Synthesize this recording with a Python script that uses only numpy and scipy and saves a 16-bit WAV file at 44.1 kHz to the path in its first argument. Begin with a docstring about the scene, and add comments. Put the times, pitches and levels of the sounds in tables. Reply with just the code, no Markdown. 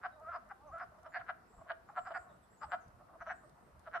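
"""Short, quacking croaks of wood frogs, close to a stereo microphone at a still forest pond.
Each croak is a quickening run of pulses that rings the throat, then swells into the lower note of
the vocal sac; twice a frog draws out a wavering whine before it croaks. Banks and trees scatter the
calls. Farther off are a chorus across the pond and thin, high bird notes; soft puffs of wind and
tiny ticks come and go over the quiet forest air."""
import sys
import numpy as np
from scipy import signal
from scipy.io import wavfile

SR = 44100
rng = np.random.default_rng(int(sys.argv[2]) if len(sys.argv) > 2 else 0)


def persist_wave(psi):
    """Save psi, clipped to +-1, as 16-bit WAV."""
    counts = np.round(np.clip(psi, -1, 1) * 32767).astype(np.int16)
    wavfile.write(sys.argv[1], SR, np.atleast_2d(counts).T)


N = 176400
T = np.arange(N) / SR

# Tone of the forest air: frequency_hz, relative_density_db
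AIR_SPECTRUM = [(25, -22), (55, 2.5), (120, -3), (250, -5.5), (470, -9), (680, -8), (950, -10.5),
                (1300, -10.5), (2000, -23.5), (3000, -30.5), (5000, -31.5), (8500, -37), (10000, -32),
                (14500, -38.5)]
# Stereo width of that air: frequency_hz, side_minus_mid_db
AIR_WIDTH = [(60, -9), (300, -7.5), (1200, 1.5), (3000, -2.5), (9000, 1.5)]
# Wind on the microphone: start_s, length_s, level_db
WIND_PUFFS = [(0.668, 0.13, -66), (1.567, 0.049, -63), (2.004, 0.086, -71.5), (2.632, 0.07, -63.5),
              (2.845, 0.076, -62.5), (3.178, .06, -68.5), (3.717, 0.1, -66)]
# Ticks on water and leaves: start_s, gain_db
SURFACE_TICKS = [(.198, -69), (0.489, -66), (0.783, -63), (1.031, -64), (2.881, -64.5), (3.495, -62.5),
                 (3.794, -61)]
# Treetop whistles: start_s, length_s, from_hz, to_hz, relative_db, trill_depth_hz
TREETOP_NOTES = [(0.113, 0.046, 3920, 3720, -79, 150), (.672, 0.0069, 6500, 5920, -70, 60),
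                 (0.714, 0.043, 7150, 7300, -81, 21), (1.086, 0.059, 7070, 7160, -79, 50),
                 (1.47, .17, 7770, 7590, -76, 290), (1.874, 0.034, 6900, 7500, -82, 68),
                 (1.952, .15, 7600, 7560, -71.5, 310), (2.124, .13, 7650, 7800, -72, 440),
                 (2.282, 0.037, 3900, 3600, -78.5, 110), (2.297, .06, 7440, 7800, -80, 230),
                 (2.416, 0.035, 7900, 8050, -76, 150), (2.418, 0.036, 3840, 3440, -83, 80),
                 (2.497, .07, 7280, 7980, -73.5, 115), (2.565, 0.12, 6520, 8230, -72, 120),
                 (2.689, 0.05, 7300, 7710, -69, 170), (2.8, 0.038, 7050, 6120, -74.5, 320),
                 (3.308, 0.19, 7870, 8180, -76.5, 9), (3.344, .07, 6930, 7200, -79, 150),
                 (3.53, 0.18, 8200, 8160, -84.5, 15)]
# Course of each close whine: time_s, pitch_hz, harmonic_2_db, harmonic_3_db, harmonic_4_db
FIRST_WHINE = [(0.1, 274, -77, -99, -89), (0.158, 315.8, -60.5, -84, -75), (0.198, 294.5, -66, -63, -67),
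               (0.23, 322, -53.5, -74, -62), (0.258, 309.7, -62, -74, -51.5),
               (0.292, 340.8, -45.5, -60, -45), (0.316, 346.5, -63, -58, -48), (0.335, 310, -64, -76, -50)]
SECOND_WHINE = [(0.55, 254.1, -81, -69, -73), (0.586, 260.2, -90, -70, -70),
                (0.664, 312.6, -58.5, -67.5, -67), (0.688, 295.2, -60, -67, -58),
                (0.706, 252, -102, -56.5, -65), (0.726, 313.7, -62, -88, -49.5),
                (0.74, 335.8, -49, -72, -52.5), (0.764, 321.3, -50, -68, -49.5), (0.8, 367, -73, -66, -52)]
# Close croaks, levels before the trims in croak(): start_s, length_s, pulse_rate_hz, throat_hz,
# ring_hz, sac_db, throat_db, rasp_db, ring_db, left_minus_right_db
NEAR_CROAKS = [(0.031, 0.039, 364.5, 1392, 5000, -44, -40.5, -66, -77, 0),
               (0.326, 0.049, 341.5, 1258, 4960, -49, -42, -74.5, -73, 0.5),
               (0.419, 0.022, 342.5, 1250, 4880, -66.5, -86, -103, -102, -0.8),
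               (0.499, 0.026, 395.4, 1392, 5130, -51.0, -48.5, -80, -84, 2.5),
               (0.795, 0.046, 352.6, 1366, 5100, -50, -43.5, -78, -75.5, 0.2),
               (0.968, 0.035, 309, 1170, 5180, -65, -66.5, -88, -88, -3),
               (1.046, 0.033, 315.5, 1280, 5380, -54.5, -52.5, -75, -83.4, -1),
               (1.139, 0.043, 355.7, 1646, 4640, -46.5, -40, -68, -68.5, -1.3),
               (1.183, 0.023, 364.4, 1580, 4540, -54.5, -56.5, -69, -87, -6),
               (1.208, 0.012, 353, 1460, 4610, -53.2, -46, -83, -82.3, 3),
               (1.283, 0.027, 345.8, 1460, 5130, -45.5, -38.5, -62.5, -81, 3.3),
               (1.606, 0.019, 329.4, 1100, 4430, -57, -60, -91, -94, -1.2),
               (1.691, 0.031, 331.9, 1428, 4640, -43.7, -40, -59, -77, -0.5),
               (1.885, 0.02, 405, 1180, 5090, -54, -52.5, -92, -97, 1.2),
               (1.961, 0.034, 362, 1310, 4530, -40.5, -38.5, -63.5, -81, 1),
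               (2.052, 0.041, 363.3, 1360, 5000, -51, -46.5, -72, -74.5, -1.5),
               (2.098, 0.029, 328.6, 1340, 4850, -46, -49, -68, -84, -0.6),
               (2.14, 0.04, 365.1, 1500, 4800, -46, -39.5, -89, -69.5, -1.8),
               (2.614, 0.037, 425, 1213, 4940, -48.5, -44, -69.5, -68.5, 5.5),
               (2.714, 0.038, 352, 1408, 4830, -39.5, -38, -59, -73, 2),
               (3.131, 0.038, 324, 1130, 5200, -59.5, -62.5, -95, -100, 0.5),
               (3.204, 0.029, 343.7, 1420, 5990, -52, -47, -76, -77, 1),
               (3.26, 0.028, 319.6, 1327, 5900, -47.5, -46, -68.5, -74.5, 0.5),
               (3.289, 0.036, 362.7, 1565, 5850, -46, -40.5, -66, -73.5, 1.1),
               (3.859, 0.029, 313.8, 1340, 5200, -51.5, -50.5, -73.2, -96, 1),
               (3.932, 0.045, 345.8, 1455, 5660, -43, -38.5, -61, -75, -0.3)]
# Swell of each part of a croak: start_height, attack_end_share, release_start_share, end_height
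THROAT_SWELL = (.42, .25, .5, .38)
SAC_SWELL = (.18, .49, .65, .3)
RASP_SWELL = (.42, .75, .75, .58)

LEAD_S = .03  # faint, slow pulses run ahead of each croak
FOREST_DB, FOREST_T60_S, FOREST_CUT_HZ = -15.5, .66, 5300
TOP_HZ = 14600
SIDE = np.array([[1], [-1]])  # adds to the left, subtracts from the right


def from_db(db):
    """Decibels to gain."""
    return 10 ** (np.asarray(db) / 20)


def rms_one(x):
    """Scale to rms 1."""
    return x / np.sqrt(np.mean(x ** 2) + 1e-20)


def filt(x, hz, kind="band", order=2):
    """Causal Butterworth filter."""
    return signal.sosfilt(signal.butter(order, hz, kind, fs=SR, output="sos"), x + 1e-18)


def resonance(x, hz, width_hz, order=2):
    """Ring a band centred on hz."""
    return filt(x, [hz - width_hz / 2, hz + width_hz / 2], order=order)


def at_hz(points, hz):
    """Read a spectrum on a log-frequency axis."""
    frequencies, levels = np.transpose(points)
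    return np.interp(np.log(hz), np.log(frequencies), levels)


def drift(rate_hz):
    """Random wander with rms 1."""
    return rms_one(np.interp(T * rate_hz, np.arange(4000), rng.standard_normal(4000)))


def add(out, start_s, x):
    """Mix a sound in at its time."""
    i = max(int(start_s * SR), 0)
    out[..., i:i + x.shape[-1]] += x[..., :max(N - i, 0)]


def panned(x, db):
    """Place a sound with the left channel db above the right."""
    return x * from_db(SIDE * db / 2)


def scatter(x, t60_s, cut_hz):
    """A dying cloud of reflections."""
    t = np.arange(SR) / SR
    tail = filt(rng.standard_normal(SR), cut_hz, "low") * from_db(-60 * t / t60_s)
    tail *= np.sqrt(2 * cut_hz / SR / np.sum(tail ** 2))  # unit gain below the cut
    return signal.fftconvolve(x, tail)[:N]


def swell(t, length, shape):
    """Attack, hold, release, then a quick stop."""
    onset, attack, release, end = shape
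    stop = np.exp(-np.maximum(t - length, 0) / .003)
    return np.interp(t / length, [0, attack, release, 1], [onset, 1, 1, end]) * stop


def forest_air():
    """A hush all around the microphone, in flickering half-octave bands, narrower in the bass."""
    out, edges = 0, 22 * 2 ** np.arange(0, 9.6, .5)
    white = rng.standard_normal((2, 2, N))
    for k, (low, high) in enumerate(zip(edges, edges[1:])):
        mid, side = filt(white[k % 2], [low, high], order=3)
        hz = np.sqrt(low * high)
        flicker_db = 2.8 * drift(19) / (1 + hz / 3000)
        band = mid + from_db(at_hz(AIR_WIDTH, hz)) * side * SIDE
        out += from_db(at_hz(AIR_SPECTRUM, hz) + flicker_db) * band
    return from_db(-65) * rms_one(out)


def wind_puffs():
    """Wind nudges the microphone with soft, low rumbles."""
    out = np.zeros((2, N))
    for start, length, db in WIND_PUFFS:
        n = int(length * SR)
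        rumble = filt(rng.standard_normal(SR), (35, 112))[-n:]
        add(out, start, from_db(db) * rms_one(rumble * np.hanning(n)))
    return out


def ticks(decay_s=.0031):
    """Tiny dry ticks on the water and leaves, each a burst of bright noise."""
    out = np.zeros((2, N))
    t = np.arange(SR // 20) / SR
    for start, db in SURFACE_TICKS:
        burst = rng.standard_normal((2, len(t))) * np.exp(-t / decay_s)
        add(out, start, from_db(db) * filt(burst, (3640, 10000)))
    return out


def birds(trill_hz=54.5):
    """Thin, gliding, partly trilled whistles from the treetops, blurred by reflections."""
    notes = np.zeros(N)
    for start, length, from_hz, to_hz, db, depth_hz in TREETOP_NOTES:
        t = np.arange(int(length * SR)) / SR
        progress = t / length
        trill = np.sin(2 * np.pi * trill_hz * t) + .5 * drift(640)[:len(t)]
        hz = from_hz + (to_hz - from_hz) * np.sin(progress * np.pi / 2) + depth_hz * trill
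        envelope = from_db(db) * np.sqrt(2 * np.sin(np.pi * progress))
        add(notes, start, envelope * np.sin(2 * np.pi * np.cumsum(hz) / SR))
    blurred = np.array([notes + scatter(notes, .025, TOP_HZ) for _ in range(2)])
    tails = np.array([scatter(notes, .25, TOP_HZ) for _ in range(2)])
    return from_db(-8) * blurred + from_db(-4.5) * tails


def far_frogs(croaks_per_s=14):
    """The chorus across the pond, blurred by the forest; its rasp does not carry this far."""
    out = np.zeros(N)
    for _ in range(int(croaks_per_s * N / SR)):
        start, rate_hz, throat_hz, db = rng.uniform([0, 290, 1100, -76.5], [N / SR, 370, 1300, -65.5])
        voice, _ = croak(.036, rate_hz, throat_hz, 4110, db, db, db, db)
        add(out, start, voice)
    return np.array([out + scatter(out, FOREST_T60_S, FOREST_CUT_HZ) for _ in range(2)])


def whine(course, jitter=.016, shimmer=.28):
    """A close frog draws out a wavering note, all overtones, that breaks into a rattle at its end."""
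    times, hz, *levels = np.transpose(course)
    phase = 2 * np.pi * np.cumsum(np.interp(T, times, hz) * (1 + jitter * drift(300))) / SR
    gate = np.clip((T - times[0]) / .013, 0, 1) * np.clip((times[-1] + .015 - T) / .014, 0, 1)
    gains = [from_db(np.interp(T, times, db)) * (1 + shimmer * drift(279.7)) for db in levels]
    # Harmonics 5 to 16 follow the fourth, falling 28.5 dB an octave.
    gains += [gains[-1] * from_db(-18.5 - 28.5 * np.log2(k / 5)) for k in range(5, 17)]
    tone = sum(gain * np.sin(k * phase) for k, gain in enumerate(gains, 2))
    bursts = rng.standard_normal(N) * (1 + np.cos(phase / 2)) ** 2  # one every second cycle
    rattle = rms_one(filt(bursts, [1080, 1650]))
    rise = np.exp(np.minimum(T - times[-1], 0) / .025)
    return gate * (np.sqrt(2) * tone + from_db(-53.5) * rise * rattle)


def throat_ring(push, hits, progress, hz, decay_s=.0053):
    """Pulses strike the throat: a steady band, plus a ring that sinks and varies from pulse to pulse."""
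    ring_hz = hz * np.exp(.071 * (.4 - progress) + .049 * rng.standard_normal(len(hits)))
    age = np.arange(SR // 80)  # samples since the pulse
    rings = push[hits, None] * np.cos(2 * np.pi * ring_hz[:, None] * age / SR)
    rings *= np.exp(-age / SR / decay_s)
    train = np.bincount((hits[:, None] + age).ravel(), rings.ravel(), len(push))[:len(push)]
    sinking = filt(train, hz * np.exp([-.5, .5]))
    steady = filt(push, hz * np.exp([-.19, .19]))
    throat = rms_one(steady) + from_db(-.5) * rms_one(sinking)
    return rms_one(filt(filt(throat, 2100, "low"), 555, "high"))


def vocal_sac(push, rate_hz):
    """The sac resonates at twice the pulse rate, below the throat."""
    note = resonance(push, 2 * rate_hz, width_hz=79.5, order=1)
    return rms_one(filt(note, [555, 3 * rate_hz], order=3))


def bright_rasp(buzz):
    """Ragged pulses give a bright edge, coloured by a steady upper resonance of the throat."""
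    edge = filt(filt(buzz, (2390, 4110), order=3), 2390, "low")
    upper_throat = resonance(buzz, 2940, width_hz=350)
    return rms_one(rms_one(edge) + from_db(-1.5) * rms_one(upper_throat))


def croak(length, rate_hz, throat_hz, ring_hz, sac_db, throat_db, rasp_db, ring_db):
    """Pulses quicken, then sag; returns the voice (throat, sac) and the treble (rasp, high ring)."""
    t = np.arange(SR // 8) / SR - LEAD_S
    rate = rate_hz * np.interp(t / length, [0, .42, 1], [.48, 1.085, .915])
    cycles = np.cumsum(rate) / SR
    jitter, shimmer = rng.standard_normal((2, 32))
    number = np.arange(32) - 3  # three lead-in pulses, each earlier one weaker
    hits = np.searchsorted(cycles[:-1] - cycles[int(LEAD_S * SR)], number + .05 * jitter)
    lead_db = (number < 0) * (-11 + 3.5 * (number + 2))
    pulses = np.bincount(hits, from_db(1.4 * shimmer + lead_db), len(t))
    progress = np.clip(t[hits] / length, 0, 1)
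    throat = throat_ring(pulses * swell(t, length, THROAT_SWELL), hits, progress, throat_hz)
    sac = vocal_sac(pulses * swell(t, length, SAC_SWELL), rate_hz)
    buzz = pulses * swell(t, length, RASP_SWELL) * (1 + .36 * rng.standard_normal(len(t)))
    ring = rms_one(resonance(buzz, ring_hz, width_hz=570))
    voice = from_db(throat_db - 2.5) * throat + from_db(sac_db + .46) * sac
    treble = from_db(rasp_db - 4.5) * bright_rasp(buzz) + from_db(ring_db - 5) * ring
    fill = np.sqrt(length * SR / len(t))  # refers the rms to the length of the call
    return fill * voice, fill * treble


def near_frogs():
    """Frogs close to the microphone, with quick reflections off the banks and longer ones off trees."""
    voices = panned(whine(FIRST_WHINE) + whine(SECOND_WHINE), 0)
    trebles = np.zeros(N)
    for start, *call, pan_db in NEAR_CROAKS:
        voice, treble = croak(*call)
        add(voices, start - LEAD_S, panned(voice, pan_db))
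        add(trebles, start - LEAD_S, treble)
    mid = voices.mean(axis=0) + trebles
    banks = scatter(from_db(-12) * mid + from_db(2) * trebles, t60_s=.033, cut_hz=5600)
    trees = [from_db(-11) * scatter(mid, t60_s=.24, cut_hz=10000)
             + from_db(FOREST_DB) * scatter(mid, FOREST_T60_S, FOREST_CUT_HZ) for _ in range(2)]
    return voices + trebles + banks * SIDE + np.array(trees)


def scene():
    """The pond and the forest around it, as they reach the microphone."""
    return near_frogs() + far_frogs() + birds() + wind_puffs() + ticks() + forest_air()


def record(dry):
    """A steep low-pass cuts the highest treble."""
    return signal.sosfilt(signal.ellip(10, .1, 70, TOP_HZ, fs=SR, output="sos"), dry)


dry = scene()
out = record(dry)
persist_wave(out)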